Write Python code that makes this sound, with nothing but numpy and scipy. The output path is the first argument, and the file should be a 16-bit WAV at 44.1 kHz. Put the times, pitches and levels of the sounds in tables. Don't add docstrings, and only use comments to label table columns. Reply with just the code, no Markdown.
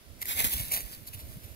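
import sys
import numpy as np
from scipy import signal
from scipy.fft import rfft, irfft, next_fast_len
from scipy.io import wavfile
from scipy.ndimage import uniform_filter1d

SR = 44100
rng = np.random.default_rng(int(sys.argv[2]) if len(sys.argv) > 2 else 0)


def store_pcm(level_fs):
    pcm = np.round(np.clip(level_fs, -1, 1) * 32767).astype(np.int16)
    wavfile.write(sys.argv[1], SR, np.atleast_2d(pcm).T)


def boost(x):
    u = np.asarray(x, float) / 20
    return 10 ** u


N = 68355

SIZE = next_fast_len(N + 8192) // 2 * 2
HZ = np.maximum(np.arange(SIZE // 2 + 1) * SR / SIZE, 1)
T = np.arange(N) / SR
SETTLING_BODY_DB = -9


def rms_one(x):
    return x / np.sqrt(np.mean(x ** 2) + 1e-20)


def in_time(rows):
    s, *columns = np.transpose(rows)
    return [np.interp(T, s, column) for column in columns]


def gain_at(points):
    hz, db = np.transpose(points)
    return boost(np.interp(np.log(HZ), np.log(hz), db))


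def response(points):
    cepstrum = irfft(np.log(rms_one(gain_at(points))), SIZE)
    cepstrum[1:SIZE // 2] *= 2
    cepstrum[SIZE // 2 + 1:] = 0
    return np.exp(rfft(cepstrum))


def delay(ms):
    return np.exp(-2j * np.pi * HZ * ms / 1000)


def colour(x, points, lag_ms=0):
    return irfft(rfft(x, SIZE) * response(points) * delay(lag_ms), SIZE)[..., :N]


def common(alike):
    return np.sqrt([[alike], [1 - alike], [1 - alike]]) * rng.standard_normal((3, N))


def drift(rate_hz):
    r = np.exp(-2 * np.pi * rate_hz / SR)
    wander = signal.lfilter([1], [1, -2 * r, r * r], rng.standard_normal(N + SR))
    return rms_one(wander[SR:])


def air():
    # f/Hz, density/dB per Hz
    left_hiss = [(100, -24), (300, -8), (700, -9.5), (1500, -13), (5500, -17), (8000, -44), (10000, -26),
                 (16000, -17)]
    # f/Hz, density/dB per Hz
    right_hiss = [(100, -4), (300, 2.5), (700, -9.5), (1500, -5), (5500, -7.5), (8000, -13), (10000, -4),
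                  (16000, -31)]
    shared, left, right = common(0.18)
    return boost(-58) * np.array([colour(shared + left, left_hiss, 0.23), colour(shared + right, right_hiss)])


def far():
    # t/s, level/dB
    murmur_swells = [(0, -72), (.1, -65), (.25, -63), (.9, -62.5), (1.1, -69.5), (1.3, -60), (1.42, -65.5),
                     (1.5, -61), (1.55, -63.5)]
    # f/Hz, density/dB per Hz
    murmur_tone = [(120, -27.5), (250, 2.5), (450, -5), (650, -1.5), (800, -19.5), (1500, -19.5)]
    shared, left, right = common(0.87) * boost(in_time(murmur_swells)[0])
    ports = np.array([colour(shared + left, murmur_tone, 0.24), colour(shared + right, murmur_tone)])
    return ports * boost(5.5)


def breeze():
    # t/s, level/dB
    left_gusts = [(0, -94), (.15, -57), (.3, -58), (.455, -46), (.51, -58), (.55, -42), (.61, -34),
                  (.68, -99), (.75, -47), (.86, -91), (.99, -50), (1.08, -82), (1.14, -48), (1.23, -44.5),
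                  (1.32, -50), (1.375, -40.5), (1.41, -77), (1.46, -41.5), (1.5, -86)]
    # t/s, level/dB
    right_gusts = [(0, -55.5), (.1, -45), (.2, -46), (.36, -64), (.455, -32.5), (.51, -43.5), (.57, -36.5),
                   (.67, -43), (.8, -43), (.855, -43.5), (.96, -46), (1.02, -44), (1.06, -46.5),
                   (1.12, -47), (1.35, -42.5), (1.41, -46.5), (1.45, -43.5), (1.55, -43.5)]
    # f/Hz, density/dB per Hz
    rumble_tone = [(20, -1.5), (55, 2.5), (110, 1), (200, -4.5), (400, -25.5), (900, -51), (3000, -102)]
    gust_db, gusts_per_s = 3, 25
    evenness, even_s = 0.5, 0.04
    lumps = boost(gust_db * np.array([drift(gusts_per_s), drift(gusts_per_s)]))
    shared, *own = common(0.21)
    noise = colour(lumps * (shared + np.array(own)), rumble_tone)
    noise = noise / uniform_filter1d(noise ** 2, int(even_s * SR)) ** (evenness / 2)
    return boost(in_time(left_gusts) + in_time(right_gusts)) * rms_one(noise) * boost(-4)


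def eddies():
    # t/s, f/Hz, left level/dB, right level/dB, +1 together or -1 opposed
    single_eddies = [(0.3, 67, -40, -38, -1), (0.361, 79, -49, -38, 1), (0.377, 97, -40, -48, -1),
                     (0.384, 290, -49, -60, 1), (0.413, 108, -36, -34, -1), (0.446, 117, -31, -40, -1),
                     (0.449, 240, -39, -34, 1), (0.458, 61.4, -33.5, -34, -1), (0.555, 59, -37, -33, 1),
                     (0.606, 104, -31.5, -36, 1), (0.853, 50.5, -95, -34.5, -1),
                     (1.026, 94.5, -61, -39.5, 1), (1.108, 93, -59, -38.5, -1), (1.155, 101, -54, -36, 1),
                     (1.184, 92, -51, -40, 1), (1.253, 69.6, -50, -37.5, 1), (1.298, 105, -50, -38.5, -1),
                     (1.353, 72.5, -47, -41.5, -1), (1.374, 143, -40, -37.5, 1), (1.454, 91, -50, -36, 1),
                     (1.513, 68, -60, -36.5, 1),
                     (.11, 74.6, -68, -43.5, 1), (0.243, 90, -59, -46, 1), (.627, 54, -46, -37.5, 1),
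                    (0.744, 65.5, -42, -43.5, 1), (0.779, 175, -42, -51.5, 1), (0.941, 65, -72, -49, 1),
                    (1.225, 60, -41, -51, 1)]
    spread_cycles = 0.7
    out = 0
    for s, hz, left_db, right_db, sign in single_eddies:
        turns = (T - s) * hz
        swing = np.exp(-(turns / spread_cycles) ** 2 / 2) * np.sin(2 * np.pi * (turns + rng.random()))
        out = out + np.array([[boost(left_db + 0.5)], [sign * boost(right_db + 1)]]) * swing
    return out


def curls():
    # t/s, half length/s, f/Hz, level/dB
    singing_leaves = [(0.226, 0.0035, 1960, -42), (0.311, 0.022, 2110, -43.5), (0.392, 0.013, 2260, -38),
                      (.532, 0.0087, 13200, -32), (0.716, 0.0058, 2250, -42.5), (0.75, 0.017, 4140, -44.5),
                      (0.782, .014, 4340, -49.5), (.808, 0.0054, 6660, -45.5), (0.936, 0.012, 4470, -49),
                      (1.081, 0.0065, 4400, -49.5), (1.135, .009, 2800, -56)]
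    half_width, lead_ms = 0.08, 0.45
    out = 0
    for s, half_s, hz, db in singing_leaves:
        edges_hz = [hz * (1 - half_width), hz * (1 + half_width)]
        band = signal.butter(2, edges_hz, "band", fs=SR, output="sos")
        tone = rms_one(signal.sosfilt(band, rng.standard_normal(N)))
        out = out + boost(db) * np.exp(-((T - s) / half_s) ** 2) * tone
    return np.array([out, irfft(rfft(out, SIZE) * delay(lead_ms), SIZE)[:N]])


def cracks():
    # t/s, peak level/dB
    stems = [(.2168, -23), (.2281, -20), (.2562, -24), (.2865, -24), (.2935, -22), (.3150, -21),
             (.3357, -22), (.3805, -21), (.3930, -16), (.4033, -14), (.4239, -21), (.4495, -19),
             (.4657, -20), (.5357, -17), (.5577, -25), (.5967, -21), (.6010, -21), (.6513, -30),
             (.7078, -27), (.7145, -25), (.7185, -19), (.7391, -15), (.7492, -19), (.7638, -22),
             (.774, -23), (.790, -26), (.9497, -35), (.9615, -38), (.9794, -39), (1.0556, -35),
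             (1.0744, -30), (1.1348, -35), (1.1514, -36), (1.1765, -40), (1.1913, -37), (1.2535, -42),
             (1.2697, -41), (1.3279, -40), (1.3371, -40), (1.4634, -41)]
    fade_s = 0.0003
    return sum(boost(db - 4) * np.exp(-np.maximum(T - s, 0) / fade_s) * (T >= s) for s, db in stems)


def snaps():
    snaps_per_s, spread_db, largest, ring_s, rub_db = 1800, 3.6, 2.0, 0.0004, 3
    sizes = boost(spread_db * np.minimum(rng.exponential(1, N), largest))
    born = sizes * (rng.random(N) < snaps_per_s / SR)
    r = np.exp(-1 / (ring_s * SR))
    rattle = rms_one(signal.lfilter([1], [1, -r], born))
    return rms_one(rattle + boost(rub_db))


def effort():
    # peak t/s, level/dB, rise/s, fall/s, body against crisp top/dB
    treads = [(0.226, -31.5, 0.02, 0.014, -12.5), (0.256, -33.5, 0.0036, 0.0069, -23),
              (0.292, -31.5, 0.046, 0.045, -11.5), (0.319, -30.5, 0.077, 0.04, -8),
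              (0.373, -34.5, 0.023, 0.092, -5.5), (0.399, -23.5, 0.034, 0.051, -7.5),
              (0.445, -21.5, 0.014, 0.039, -9.5), (0.468, -31.5, 0.025, 0.043, -8.5),
              (0.536, -27, 0.037, 0.025, -13.5), (0.601, -33, 0.094, 0.055, -10.5),
              (0.72, -25, 0.0097, 0.069, -17), (0.74, -27, 0.03, 0.077, -12.5),
              (0.774, -35.5, 0.078, 0.074, -5), (0.809, -34.5, .02, 0.0079, -15),
              (.870, -48, 0.047, 0.078, -8.5), (0.934, -44, 0.17, 0.061, -8),
              (0.95, -47, .012, 0.0069, -20), (1.075, -39, 0.012, 0.031, -20),
              (1.088, -44.5, 0.022, .012, -11), (1.138, -39.5, 0.016, 0.037, -12),
              (1.146, -43.5, 0.019, 0.024, -28), (1.205, -44.5, 0.063, 0.038, -9.5),
              (1.33, -53.5, 0.26, 0.11, -8), (1.449, -49.5, 0.041, 0.038, -7)]
    # t/s, level/dB
    settling = [(0, -68), (.19, -67), (.25, -57), (.35, -36.5), (.52, -36), (.69, -42.5), (.85, -50.5),
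                (1.02, -55.5), (1.55, -57)]
    crisp = boost(in_time(settling)[0]) ** 2
    body = crisp * boost(SETTLING_BODY_DB) ** 2
    for s, db, rise_s, fall_s, body_db in treads:
        tread = boost(db - 20 * np.maximum((s - T) / rise_s, (T - s) / fall_s)) ** 2
        crisp = crisp + tread
        body = body + tread * boost(body_db) ** 2
    return np.sqrt(crisp), np.sqrt(body)


def leaves():
    # from t/s, left lead/ms, ground echo/ms, ringing leaf f/Hz, its lift/dB
    spots = [(0, 0.43, 0.24, 2060, 9), (.265, 0.53, 0.77, 3430, 1.5), (0.347, 0.5, 0.3, 2220, 0),
             (0.431, 0.52, 0.29, 1757, 2), (0.507, 0.46, 0.32, 3400, 6.5), (0.572, 0.46, 0.36, 3900, 3.5),
             (0.703, 0.44, 0.45, 640, 8), (.83, 0.47, 0.61, 4900, 2), (1.04, 0.428, 0.277, 4170, 1.5),
             (1.11, 0.46, 0.28, 2720, 8), (1.159, 0.42, 0.23, 4170, 2.5), (1.27, 0.46, 0.61, 7200, 0.5),
             (1.40, 0.42, 0.32, 2560, 1.5)]
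    # t/s, level of the unshared part/dB
    strewn_widths = [(.2, 1), (.3, -4), (.35, 2), (.45, -2), (.5, 1), (.6, -1), (.7, 2), (.735, -7),
                     (.79, -7), (.83, 2), (.895, -5), (.96, 2), (1.08, 0), (1.12, -4), (1.17, -4),
                     (1.23, 2)]
    # f/Hz, density/dB per Hz
    body_tone = [(150, -7), (350, -8.5), (1000, -5.5), (2100, 0.5), (2900, -2.5), (3900, -2.5),
                 (6000, -19.5), (10000, -22)]
    # f/Hz, density/dB per Hz
    crisp_tone = [(2000, -25), (5000, -8), (8000, -8.5), (9700, -4), (10500, 0), (12000, 1.5), (14000, 0.5),
                  (16000, -7.5)]
    # f/Hz, level/dB
    unshared_tone = [(500, 0), (1300, -4), (2200, -1), (3200, -5), (4400, 0), (5600, -2), (8000, 0),
                     (16000, 0)]
    echo_db, scatter_db, scatter_ms = -19.5, -21, 2.5
    leaf_width_oct, right_louder_db = 0.24, 1.9

    crisp, body = effort()
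    lone = cracks()
    strewn = boost(in_time(strewn_widths)[0] * [[0], [1], [1]])
    top = strewn * common(0.72) * (crisp * snaps() + lone)
    low = strewn * common(0.84) * (body * snaps() + lone * boost(SETTLING_BODY_DB))

    bend = 1 - 0.33 * np.exp(-(HZ / 1729.6) ** 2)
    apart = gain_at(unshared_tone)
    crisp_filter, body_filter = response(crisp_tone), response(body_tone)
    ends = [row[0] for row in spots[1:]] + [N]
    out = 0
    for (start, lead_ms, echo_ms, hz, lift_db), end in zip(spots, ends):
        here = (T >= start) & (T < end)
        paths = 1 + boost(echo_db) * delay(echo_ms)
        for sign, late in zip((1, -1, 1, -1), rng.uniform(0.202, 1, 4)):
            paths = paths + boost(scatter_db) * sign * delay(scatter_ms * late)
        ring = boost(lift_db * np.exp(-(np.log2(HZ / hz) / leaf_width_oct) ** 2))
        crunch = rfft(top * here, SIZE) * crisp_filter + rfft(low * here, SIZE) * body_filter
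        shared, left, right = crunch * paths * ring
        out = out + np.array([shared + left * apart, (shared + right * apart) * delay(lead_ms * bend)])
    balance = boost([[-right_louder_db / 2], [right_louder_db / 2]])
    return irfft(out, SIZE)[:, :N] * boost(0.5) * balance


def scene():
    return air() + far() + breeze() + eddies() + curls() + leaves()


def low_pass(x):
    return signal.sosfilt(signal.butter(12, 16470, fs=SR, output="sos"), x)


def record(dry):
    steep = signal.ellip(12, 0.3, 70, 15720, fs=SR, output="sos")
    return low_pass(signal.sosfilt(steep, dry))


dry = scene()
out = record(dry)
store_pcm(out)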